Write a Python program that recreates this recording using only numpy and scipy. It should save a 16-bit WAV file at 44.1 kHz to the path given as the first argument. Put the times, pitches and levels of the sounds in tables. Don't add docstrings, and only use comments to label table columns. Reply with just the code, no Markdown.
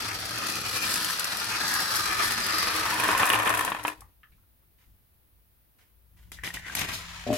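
import sys
import numpy as np
from scipy import signal
from scipy.fft import rfft, irfft
from scipy.io import wavfile
from scipy.ndimage import uniform_filter1d

SR = 44100
rng = np.random.default_rng(int(sys.argv[2]) if len(sys.argv) > 2 else 0)


def wrap_up_sound(samples):
    columns = np.atleast_2d(samples).T
    tamed = np.clip(columns, -1, 1)
    steps = np.round(tamed * 32767).astype(np.int16)
    wavfile.write(sys.argv[1], SR, steps)


N = 325017
TIME = np.arange(N) / SR
TAPS = 2 ** 14
TRAY_FROM_S, TRAY_FULL_S, LAUNCH_S = 2.65, 3.26, 6.02
ROOM_T60_S, AVERAGING_S = 0.19, 0.14

# t/s, level/dB re the usual effort
EFFORT = [(0, -3.5), (0.22, -8.5), (0.48, -3.5), (0.62, -5), (0.85, 0), (1.2, -2), (1.42, -2), (1.6, 0),
          (2.05, 0.5), (2.23, 3.5), (2.37, 0), (2.65, 2.5), (2.982, 3.5), (3.2, 8.5), (3.29, 5.5),
          (3.58, 2.5), (3.7, -3.5), (3.83, -13), (3.89, -2), (3.971, -27.5)]
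# level/dB at the usual effort, exponent of the effort
TRACK_MIX = [(-42.5, 0.54), (-34, 0.77), (-35, 0.51), (-43.5, 0.67)]
# level/dB, exponent of the effort
TRAY_MIX = [(-40, 0.73), (-33, 1), (-44.5, .9), (-49.5, 0.839)]
# t/s, length/s, lift of the steel/dB
JOSTLING = [(0.453, 0.08, 3), (0.658, 0.47, 4), (0.885, 0.043, 4), (1.656, 0.39, 4), (2.218, 0.068, 5.5),
            (2.532, 0.038, 3.5), (3.54, 0.09, 2.5)]
# t/s, length/s, level change/dB
ROD_CROSSING = (0.97, 0.32, -4.5)
# start t/s, end t/s, first f/Hz, last f/Hz, width/Hz, level/dB
STRETCHES = [(0.085, 0.12, 2400, 1900, 600, -39.5), (0.03, 0.75, 112, 106, 28, -53),
             (0.31, 0.51, 1270, 1250, 140, -44.5), (0.36, 0.79, 2465, 2385, 80, -42),
             (0.8, 0.85, 2440, 2380, 98, -37), (0.8, 1.1, 1245, 1220, 41, -50),
             (1.525, 1.55, 2400, 2300, 550, -34.5), (1.55, 2.7, 1670, 1790, 110, -42),
             (1.55, 1.85, 1280, 1220, 20, -48.5), (1.58, 2.03, 4100, 4000, 700, -41.5),
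             (2.06, 2.26, 1275, 1230, 48, -38), (2.5, 2.95, 1265, 1250, 60, -43),
             (2.43, 2.69, 4950, 4790, 110, -40), (2.85, 3.62, 1030, 1030, 130, -35.5)]
# f/Hz, level/dB
TRACK_COLOUR = [(20, -34), (35, -12), (60, -9.5), (150, -3.5), (290, -10), (440, -8), (620, -11), (860, -6),
                (1250, -5.5), (1750, -1), (2200, -5), (3200, -7.5), (5000, -2), (7000, -13.5), (11500, -9),
                (15800, -23)]
# f/Hz, width/Hz, lift/dB
TRACK_PEAKS = [(109, 20, 4), (144, 22, -12.5), (315.4, 16, 9.5), (1070, 38, -1), (1270, 260, 8.5),
               (2120, 130, -3), (2593, 190, 1.5), (4260, 284, 4.5), (8030, 150, 4), (11100, 330, 3)]
# f/Hz, level/dB
TRAY_COLOUR = [(20, -35), (50, -12), (110, -17.5), (150, -29.5), (220, -17.5), (500, -9.5), (750, -7.5),
               (1050, -3), (1500, -7), (2200, -13), (2900, -17.5), (3900, -15.5), (7000, -22.5),
               (10800, -15.5), (15800, -28.5)]
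# f/Hz, width/Hz, lift/dB
TRAY_PEAKS = [(110.9, 15, 16.9), (189, 45, 10), (305, 23, 13.2), (973, 43, 7.3), (1050, 79, 5),
              (1150, 50, 1.9), (1800, 270, 9.1), (2500, 280, 6.8), (2780, 550, 2.4)]
# f/Hz, level/dB
LAUNCH_COLOUR = [(21, -41), (35, -25), (92, 2), (171, -5.5), (194, -7), (440, -10), (475, -13.5),
                 (948, -14), (1360, -12.5), (1940, -11), (7720, -21), (12200, -19), (15800, -34)]
# f/Hz, width/Hz, lift/dB
LAUNCH_PEAKS = [(85.8, 21, 3.4), (169.6, 15, 3.4), (980, 78, 6.6), (1950, 820, 3.3), (2430, 150, 1.5),
                (2990, 140, 4)]
# f/Hz, side level/dB re mid
STEREO_WIDTH = [(60, -14), (200, -14), (700, -4.5), (1400, -2.5), (3000, -1), (8000, 0)]
# t/s, plastic level/dB, steel level/dB, f/Hz of the struck spot
HARD_HITS = [(0.4367, -46, -40, 1200), (0.883, -41, -46, 1260), (0.94, -32, -25.5, 1750),
             (0.9582, -28.5, -27.5, 2590), (1.0459, -30, -27.5, 3070), (1.1064, -36, -32, 1820),
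             (1.1955, -42, -27, 1700), (1.2433, -33, -27.5, 2650), (1.6792, -44, -30, 1770),
             (1.739, -42, -25.5, 1670), (1.957, -48, -26.5, 1730), (2.308, -28, -31, 1780),
             (2.4653, -36, -32, 1250), (2.5103, -37, -52, 1240), (2.535, -30, -39, 1230),
             (2.583, -26.5, -28.5, 1240), (2.6703, -24.5, -34, 1300), (2.923, -29, -37, 980),
             (2.9993, -25.5, -30, 2500), (3.0351, -21, -33, 1070), (3.043, -22.5, -39, 1800),
             (3.088, -19.5, -40, 1050), (3.1215, -36, -50, 2750), (3.1501, -21.5, -49, 1070),
             (3.1787, -26.5, -46, 2670), (3.1953, -30, -48, 1690), (3.225, -23, -34, 1270),
             (3.2315, -15.5, -40, 1150), (3.276, -29, -39, 2700), (3.301, -15.5, -27, 2900),
             (3.334, -17.5, -36, 2880), (3.3432, -20.5, -33, 2370), (3.359, -27, -46, 2900),
             (3.3871, -24, -45, 1020), (3.3992, -24.5, -42, 1090), (3.4684, -21, -45, 980),
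             (3.4758, -22, -41.5, 1150), (3.4786, -27.5, -46, 2900), (3.4934, -29, -29.5, 2025),
             (3.503, -23, -38, 1040), (3.539, -23, -35, 980), (3.5722, -28, -37, 1010),
             (3.5925, -21.5, -30.5, 1750), (3.6098, -24, -33, 1200), (3.649, -27.5, -29.5, 1000),
             (3.6778, -25, -43, 1060), (3.719, -23, -55, 1070), (3.7481, -28.5, -49, 880),
             (3.7654, -34, -63, 1260), (3.795, -34, -53, 1360), (3.838, -51, -40, 2100),
             (3.8507, -22, -51, 1000), (3.8802, -26.5, -34, 2600), (3.889, -38, -47.5, 1740),
             (6.3182, -42.5, -44, 2040), (6.436, -34.5, -45, 1930), (6.4751, -33, -45, 1920),
             (6.5406, -46, -39, 2070), (6.7511, -31.5, -28, 2250), (6.7539, -40, -33.5, 1500),
             (6.792, -33, -31.5, 2420), (6.892, -41, -50, 2610), (7.329, -34.5, -40, 1090)]
# f/Hz, level/dB re the hit, t60/s
TRAY_RING = [(960, -22, 0.11), (1100, -19, 0.1), (1200, -22, 0.19), (1755, -23, 0.11), (2420, -17, 0.15),
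             (3180, -21.5, 0.119)]
# t/s, level/dB
BALL_TICKS = [(0.1985, -42), (0.259, -39), (0.4685, -31.5), (0.556, -33.5), (0.815, -38), (1.3703, -31),
              (1.6902, -33), (1.965, -27), (2.7612, -32), (3.177, -28), (3.1873, -35.5), (3.2411, -34),
              (3.2553, -29), (3.265, -29.5), (3.292, -28.5), (3.329, -29), (3.4646, -36.5), (3.832, -50),
              (3.8696, -38), (4.007, -48)]
# t/s, level/dB, f/Hz
SETTLINGS = [(4.018, -49, 1130), (4.2324, -53, 1700), (4.321, -66.5, 2320), (4.3802, -73, 1380),
             (4.4361, -73, 1340), (4.623, -76.5, 1220)]
# frequency ratio, level/dB
FULL_TRAY_RINGS = [(0.79, 5), (1, 8.5), (1.7, -2.5)]
# t/s, length/s, level/dB
PAUSE_RUSTLES = [(4.78, 0.056, -67.5), (5.78, 0.053, -65.5), (6.165, 0.081, -64.5)]
# t/s, length/s, level/dB, treble lift/dB
CLATTER_BURSTS = [(6.316, 0.008, -57.5, 9.5), (6.435, 0.034, -43.5, 2), (6.533, 0.017, -44.5, 1),
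                  (6.656, 0.094, -50, -3), (6.759, 0.046, -38, 2.5), (6.798, 0.04, -37, -6.5),
                  (6.876, 0.038, -40, -2), (6.927, 0.013, -42, 7), (7.327, 0.05, -43, 5)]
CLATTER_LEVELS = [-5, 1.5, -0.5, -6.5]
WHIRR_LEVELS = [-70, -47, -49, -62]
# t/s, f/Hz, level/dB
PLUNGER_RUB = [(6.375, 1900, -56), (6.392, 1856, -51), (6.428, 1950, -57), (6.439, 1950, -41),
               (6.527, 1880, -66), (6.56, 1950, -55), (6.61, 1800, -51), (6.684, 1600, -43),
               (6.731, 1330, -59)]
# t/s, level/dB, f/Hz
PLUNGER_SLIPS = [(6.388, -41, 1820), (6.4369, -31, 2000), (6.504, -42, 1880), (6.5557, -36, 2080),
                 (6.571, -34, 1900), (6.6478, -35.5, 1950), (6.682, -38, 1920), (6.6983, -34, 1600)]
# frequency ratio, level/dB, t60/s
PLUNGER_MODES = [(1, 0.5, 0.036), (0.88, -7.5, 0.045), (1.5, -13, 0.02)]
# t/s, level/dB
BOUNCES = [(7.265, -24.5), (7.287, -23), (7.303, -18), (7.3249, -20)]
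# f/Hz, level/dB, t60/s
SKIN_MODES = [(107, -11, 0.15), (235, -6, 0.1), (263, -6.5, 0.16), (389, -11, 0.17), (470, -12, 0.14),
              (593, -8, 0.25), (690, -8.5, 0.099), (740, -11, 0.085)]
# f/Hz, level/dB
HISS_COLOUR = [(200, 6.5), (400, 1.5), (900, -2.5), (2000, -5.5), (4000, -8.5), (7500, -16), (9500, -7),
               (12000, -0.5), (15800, 1.5)]
# f/Hz, level/dB
RUMBLE_COLOUR = [(15, -13), (30, -12), (43, -11.5), (57, 6.5), (72, -9.5), (91, -3), (120, -13.5),
                 (200, -21), (300, -28.5), (600, -47)]
# t/s, length/s, level/dB
RUMBLE_SWELLS = [(3.95, 0.092, -59.5), (4.28, 0.09, -62), (4.85, 0.069, -62.5)]
# f/Hz, rms level/dB
HUM_TONES = [(75.4, -59.5), (172.3, -56)]


def long_run(track, tray, width):
    in_tray = np.clip((TIME - TRAY_FROM_S) / (TRAY_FULL_S - TRAY_FROM_S), 0, 1)
    effort = gain_curve(EFFORT, fade_s=0.063)
    on_rails = rattle(track, width, per_s=2700)
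    swirling = rattle(tray, width, per_s=1700)
    track_bands = np.sqrt(1 - in_tray) * four_bands(on_rails) * shaking(TRACK_MIX, effort)
    tray_bands = np.sqrt(in_tray) * four_bands(swirling) * shaking(TRAY_MIX, effort)
    board, tiles, rails, steel = track_bands + tray_bands
    jostle_db = sum(db * envelope(s, length, rise_s=0.025, fall_s=0.025) for s, length, db in JOSTLING)
    rails = rails * from_db(0.49 * jostle_db)
    steel = steel * from_db(jostle_db)
    start, length, spared_db = ROD_CROSSING
    board = board * from_db(spared_db * envelope(start, length, rise_s=0.15, fall_s=0.2))
    rolling = board * pan(db=3.0) + tiles * pan(db=2.5) + rails * pan(db=1.5) + steel * pan(db=5.5)
    return rolling + singing(on_rails) * pan(db=2.0)


def rattle(part, width, per_s, spread_db=4.5, spot_pass_s=0.09):
    impacts = np.flatnonzero(rng.random(N) < per_s / SR * from_db(1.5 * drift(per_s=25)))
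    sizes = from_db(spread_db * np.minimum(rng.exponential(1, N), 3.5)) * rng.choice([-1, 1], N)
    spots = np.floor(TIME / spot_pass_s + 3 * rng.random(N))[impacts]
    out = np.zeros((2, N))
    for spot in np.unique(spots):
        here = impacts[spots == spot]
        clicks = np.bincount(here - here[0], sizes[here])
        add(out, here[0] / SR, signal.fftconvolve(clicks[None], contact(part, width), axes=1))
    return rms_one(out)


def contact(part, width, ring_s=0.049, scatter_s=0.054, scatter_db=-13, room_db=-23, direct_db=-20):
    t = np.arange(TAPS) / SR
    decay = (from_db(-60 * t / ring_s) + from_db(scatter_db - 60 * t / scatter_s)
             + from_db(room_db - 60 * t / ROOM_T60_S))
    mid, side = rfft(rng.standard_normal((2, TAPS)) * decay) * part
    direct = part * from_db(direct_db) * np.linalg.norm(decay)
    return irfft(direct + mid + side * width * np.array([[1], [-1]]))


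def response(colour, peaks=()):
    hz = np.arange(TAPS // 2 + 1) * SR / TAPS
    db = at_hz(colour, hz) + sum(lift / (1 + (2 * (hz - f) / width) ** 2) for f, width, lift in peaks)
    cepstrum = irfft(np.log(from_db(db)))
    cepstrum[1:TAPS // 2] *= 2
    cepstrum[TAPS // 2 + 1:] = 0
    return np.exp(rfft(cepstrum))


def four_bands(stream):
    edges_hz = [(35, 700), (700, 3300), (3300, 7500), (7500, 17000)]
    return np.array([evened(band(stream, low, high)) for low, high in edges_hz])


def shaking(mix, effort):
    return np.array([from_db(db) * effort ** exponent for db, exponent in mix])[:, None]


def singing(stream, flutter_db=3):
    out = np.zeros((2, N))
    for start, end, first_hz, last_hz, width_hz, db in STRETCHES:
        span = slice(*np.searchsorted(TIME, [start - AVERAGING_S, end + AVERAGING_S]))
        t = TIME[span]
        ring = resonance(stream[:, span], np.interp(t, [start, end], [first_hz, last_hz]), width_hz)
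        fade = np.exp(-np.abs(t - np.clip(t, start, end)) / 0.013)
        out[:, span] += ring * fade * from_db(db + flutter_db * drift(per_s=18)[span])
    return out


def collisions(track, tray, launcher, width):
    out = np.zeros((2, N))
    parts, borders = [track, tray, launcher], [TRAY_FROM_S, LAUNCH_S]
    knock_pan, tick_pan = pan(db=1.0), pan(db=4.5)
    for s, knock_db, tick_db in bumps():
        part = parts[np.searchsorted(borders, s)]
        add(out, s, knock(part, width) * from_db(knock_db) * knock_pan)
        add(out, s, tick(part, width) * from_db(tick_db) * tick_pan)
    for s, knock_db, tick_db, hz in HARD_HITS:
        part = parts[np.searchsorted(borders, s)]
        plastic = from_db(-3.24) * knock(part, width) + from_db(-9) * crack(part, width)
        plastic += modes([(hz, 3, 0.022)], spread_db=1)
        if part is tray:
            plastic += modes(TRAY_RING, spread_db=3)
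        add(out, s, plastic * from_db(knock_db) * knock_pan)
        add(out, s, tick(part, width) * from_db(tick_db) * tick_pan)
    for s, db in BALL_TICKS:
        part = parts[np.searchsorted(borders, s)]
        add(out, s, tick(part, width) * from_db(db) * tick_pan)
    return out


def bumps(count=110, knock_db=-41.5, tick_db=-38, spread_db=3):
    times, effort_db = np.transpose(EFFORT)
    s = times[-1] * (np.arange(count) + rng.random(count)) / (count + 8)
    db = 0.37 * np.interp(s, times, effort_db)[:, None] + spread_db * rng.standard_normal((count, 2))
    return np.c_[s, db + [knock_db, tick_db]]


def knock(part, width):
    touch = contact(part, width, ring_s=0.028, scatter_s=0.15,
                    scatter_db=-12.5, room_db=-21, direct_db=-12)
    return struck(band(touch, 90, 3100))


def tick(part, width):
    touch = contact(part, width, ring_s=0.02, scatter_s=0.13,
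                    scatter_db=-11.5, room_db=-26, direct_db=-17.5)
    return from_db(0.5) * struck(band(touch, 5600, 27000))


def crack(part, width):
    touch = contact(part, width, ring_s=0.012, scatter_db=-15, direct_db=-6.5)
    return struck(band(touch, 2400, 3500))


def launch(stream):
    fades = dict(rise_s=0.012, fall_s=0.038)
    plastic = bursts([(s, length, db) for s, length, db, _ in CLATTER_BURSTS], **fades)
    metal = bursts([(s, length, db + lift) for s, length, db, lift in CLATTER_BURSTS], **fades)
    clatter = from_db(CLATTER_LEVELS)[:, None] * [plastic, plastic, metal, metal]
    on_rods = np.clip((TIME - 6.574) / 0.19, 0, 1)
    whirr = np.outer(from_db(WHIRR_LEVELS), on_rods)
    board, tiles, rails, steel = four_bands(stream) * np.hypot(clatter, whirr)[:, None]
    rustles = rms_one(band(stream, 560, 16000, order=1))
    rustles *= bursts(PAUSE_RUSTLES, rise_s=0.0086, fall_s=0.046)
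    balls = board * pan(db=3.0) + tiles * pan(db=3.0) + rails * pan(db=1.0) + steel * pan(db=4.5)
    return balls + rustles


def trampolines(side_db=-13, detune=0.025):
    out = np.zeros((2, N))
    for s, db in BOUNCES:
        skin = np.array(SKIN_MODES)
        skin[:, 0] *= 1 + detune * rng.standard_normal(len(skin))
        mid, side = modes(skin, spread_db=1.2), modes(skin, spread_db=1.2)
        add(out, s, from_db(db) * (mid + from_db(side_db) * side * [[1], [-1]]))
    return band(out, 40, 1200, order=4) * pan(db=3.0)


def plunger(stream):
    times, rub_hz, rub_db = np.transpose(PLUNGER_RUB)
    out = resonance(stream, np.interp(TIME, times, rub_hz), width_hz=690, order=2)
    out *= gain_curve(np.c_[times, rub_db], fade_s=0.0082)
    for s, db, hz in PLUNGER_SLIPS:
        slip = [(ratio * hz, db + mode_db, t60) for ratio, mode_db, t60 in PLUNGER_MODES]
        add(out, s, modes(slip, spread_db=4.5)[None])
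    return band(out, 600, 12000, order=2) * pan(db=2.0)


def settling(width, half_band=0.094):
    out = np.zeros((2, N))
    edges = np.array([1 - half_band, 1 + half_band])
    for s, db, hz in SETTLINGS:
        touch = contact(1, width, ring_s=0.17, direct_db=-4)
        ring = sum(from_db(ring_db) * band(touch, *(ratio * hz * edges), order=2)
                   for ratio, ring_db in FULL_TRAY_RINGS)
        add(out, s, from_db(db) * struck(ring))
    return out


def room_tone():
    launched = np.clip((TIME - LAUNCH_S) / 0.39, 0, 1)
    swells = bursts(RUMBLE_SWELLS, rise_s=0.029, fall_s=0.038)
    rumble_gain = from_db(-65.5) + swells + from_db(-53) * launched
    rumble = rumble_gain * stereo_noise(RUMBLE_COLOUR, side_db=-10.5) * pan(db=3.0)
    hiss = from_db(-67) * stereo_noise(HISS_COLOUR, side_db=0.5)
    hum = sum(from_db(db) * np.sqrt(2) * np.sin(2 * np.pi * hz * TIME) for hz, db in HUM_TONES)
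    return rumble + hiss + hum * np.interp(TIME, [6.1, 6.9], [0, 1])


def stereo_noise(colour, side_db):
    hz = np.arange(N // 2 + 1) * SR / N
    mid, side = irfft(rfft(rng.standard_normal((2, N))) * from_db(at_hz(colour, hz)), N)
    return rms_one(mid) + from_db(side_db) * rms_one(side) * [[1], [-1]]


def modes(table, spread_db):
    t = np.arange(TAPS) / SR
    hz, db, t60 = np.transpose(table)[:, :, None]
    strength = from_db(db + spread_db * rng.standard_normal(hz.shape)) * rng.choice([-1, 1], hz.shape)
    return np.sum(strength * from_db(-60 * t / t60) * np.sin(2 * np.pi * hz * t), axis=0)


def resonance(x, hz, width_hz, order=1):
    carrier = np.exp(2j * np.pi * np.cumsum(hz) / SR)
    baseband = signal.sosfilt(signal.butter(order, width_hz / 2, fs=SR, output="sos"), x / carrier)
    return rms_one(evened((baseband * carrier).real))


def band(x, low_hz, high_hz, order=3):
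    edges_hz = [low_hz, min(high_hz, SR * .45)]
    return signal.sosfilt(signal.butter(order, edges_hz, "band", fs=SR, output="sos"), x)


def gain_curve(rows, fade_s):
    s, db = np.transpose(rows)
    outside = np.maximum(s[0] - TIME, 0) + np.maximum(TIME - s[-1], 0)
    return from_db(np.interp(TIME, s, db)) * np.exp(-outside / fade_s)


def envelope(start, length, rise_s, fall_s):
    rise = np.clip((TIME - start) / rise_s, 0, 1)
    return rise * np.exp(-np.clip((TIME - start - length) / fall_s, 0, 20))


def bursts(rows, rise_s, fall_s):
    power = sum((from_db(db) * envelope(s, length, rise_s, fall_s)) ** 2 for s, length, db in rows)
    return np.sqrt(power)


def drift(per_s):
    knots = rng.standard_normal(int(N / SR * per_s) + 2)
    return rms_one(np.interp(TIME * per_s, np.arange(len(knots)), knots))


def evened(x):
    power = np.mean(np.atleast_2d(x), axis=0) ** 2
    return x / np.sqrt(np.abs(uniform_filter1d(power, int(AVERAGING_S * SR))) + 1e-20)


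def struck(x):
    return x / np.std(x[:, :int(.006 * SR)])


def rms_one(x):
    return x / np.sqrt(np.mean(x ** 2) + 1e-20)


def from_db(db):
    return 10 ** (np.asarray(db) / 20)


def at_hz(points, hz):
    f, db = np.transpose(points)
    return np.interp(np.log(hz + 1), np.log(f), db)


def pan(db):
    return from_db(np.array([[db], [-db]]) / 2)


def add(out, s, sound):
    i = int(np.clip(s * SR, 0, N - 1))
    out[:, i:i + sound.shape[1]] += sound[:, :N - i]


def scene():
    track = response(TRACK_COLOUR, TRACK_PEAKS)
    tray = response(TRAY_COLOUR, TRAY_PEAKS)
    launcher = response(LAUNCH_COLOUR, LAUNCH_PEAKS)
    width = response(STEREO_WIDTH)
    in_launcher = rattle(launcher, width, per_s=3000)
    runs = long_run(track, tray, width) + launch(in_launcher) + plunger(in_launcher)
    impacts = collisions(track, tray, launcher, width) + settling(width) + trampolines()
    return runs + impacts + room_tone()


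def record(dry):
    ceiling, cutoff_hz = 0.62, 15950
    rounded = ceiling * np.tanh(dry / ceiling)
    return signal.sosfilt(signal.ellip(12, .2, 80, cutoff_hz, fs=SR, output="sos"), rounded)


dry = scene()
out = record(dry)
wrap_up_sound(out)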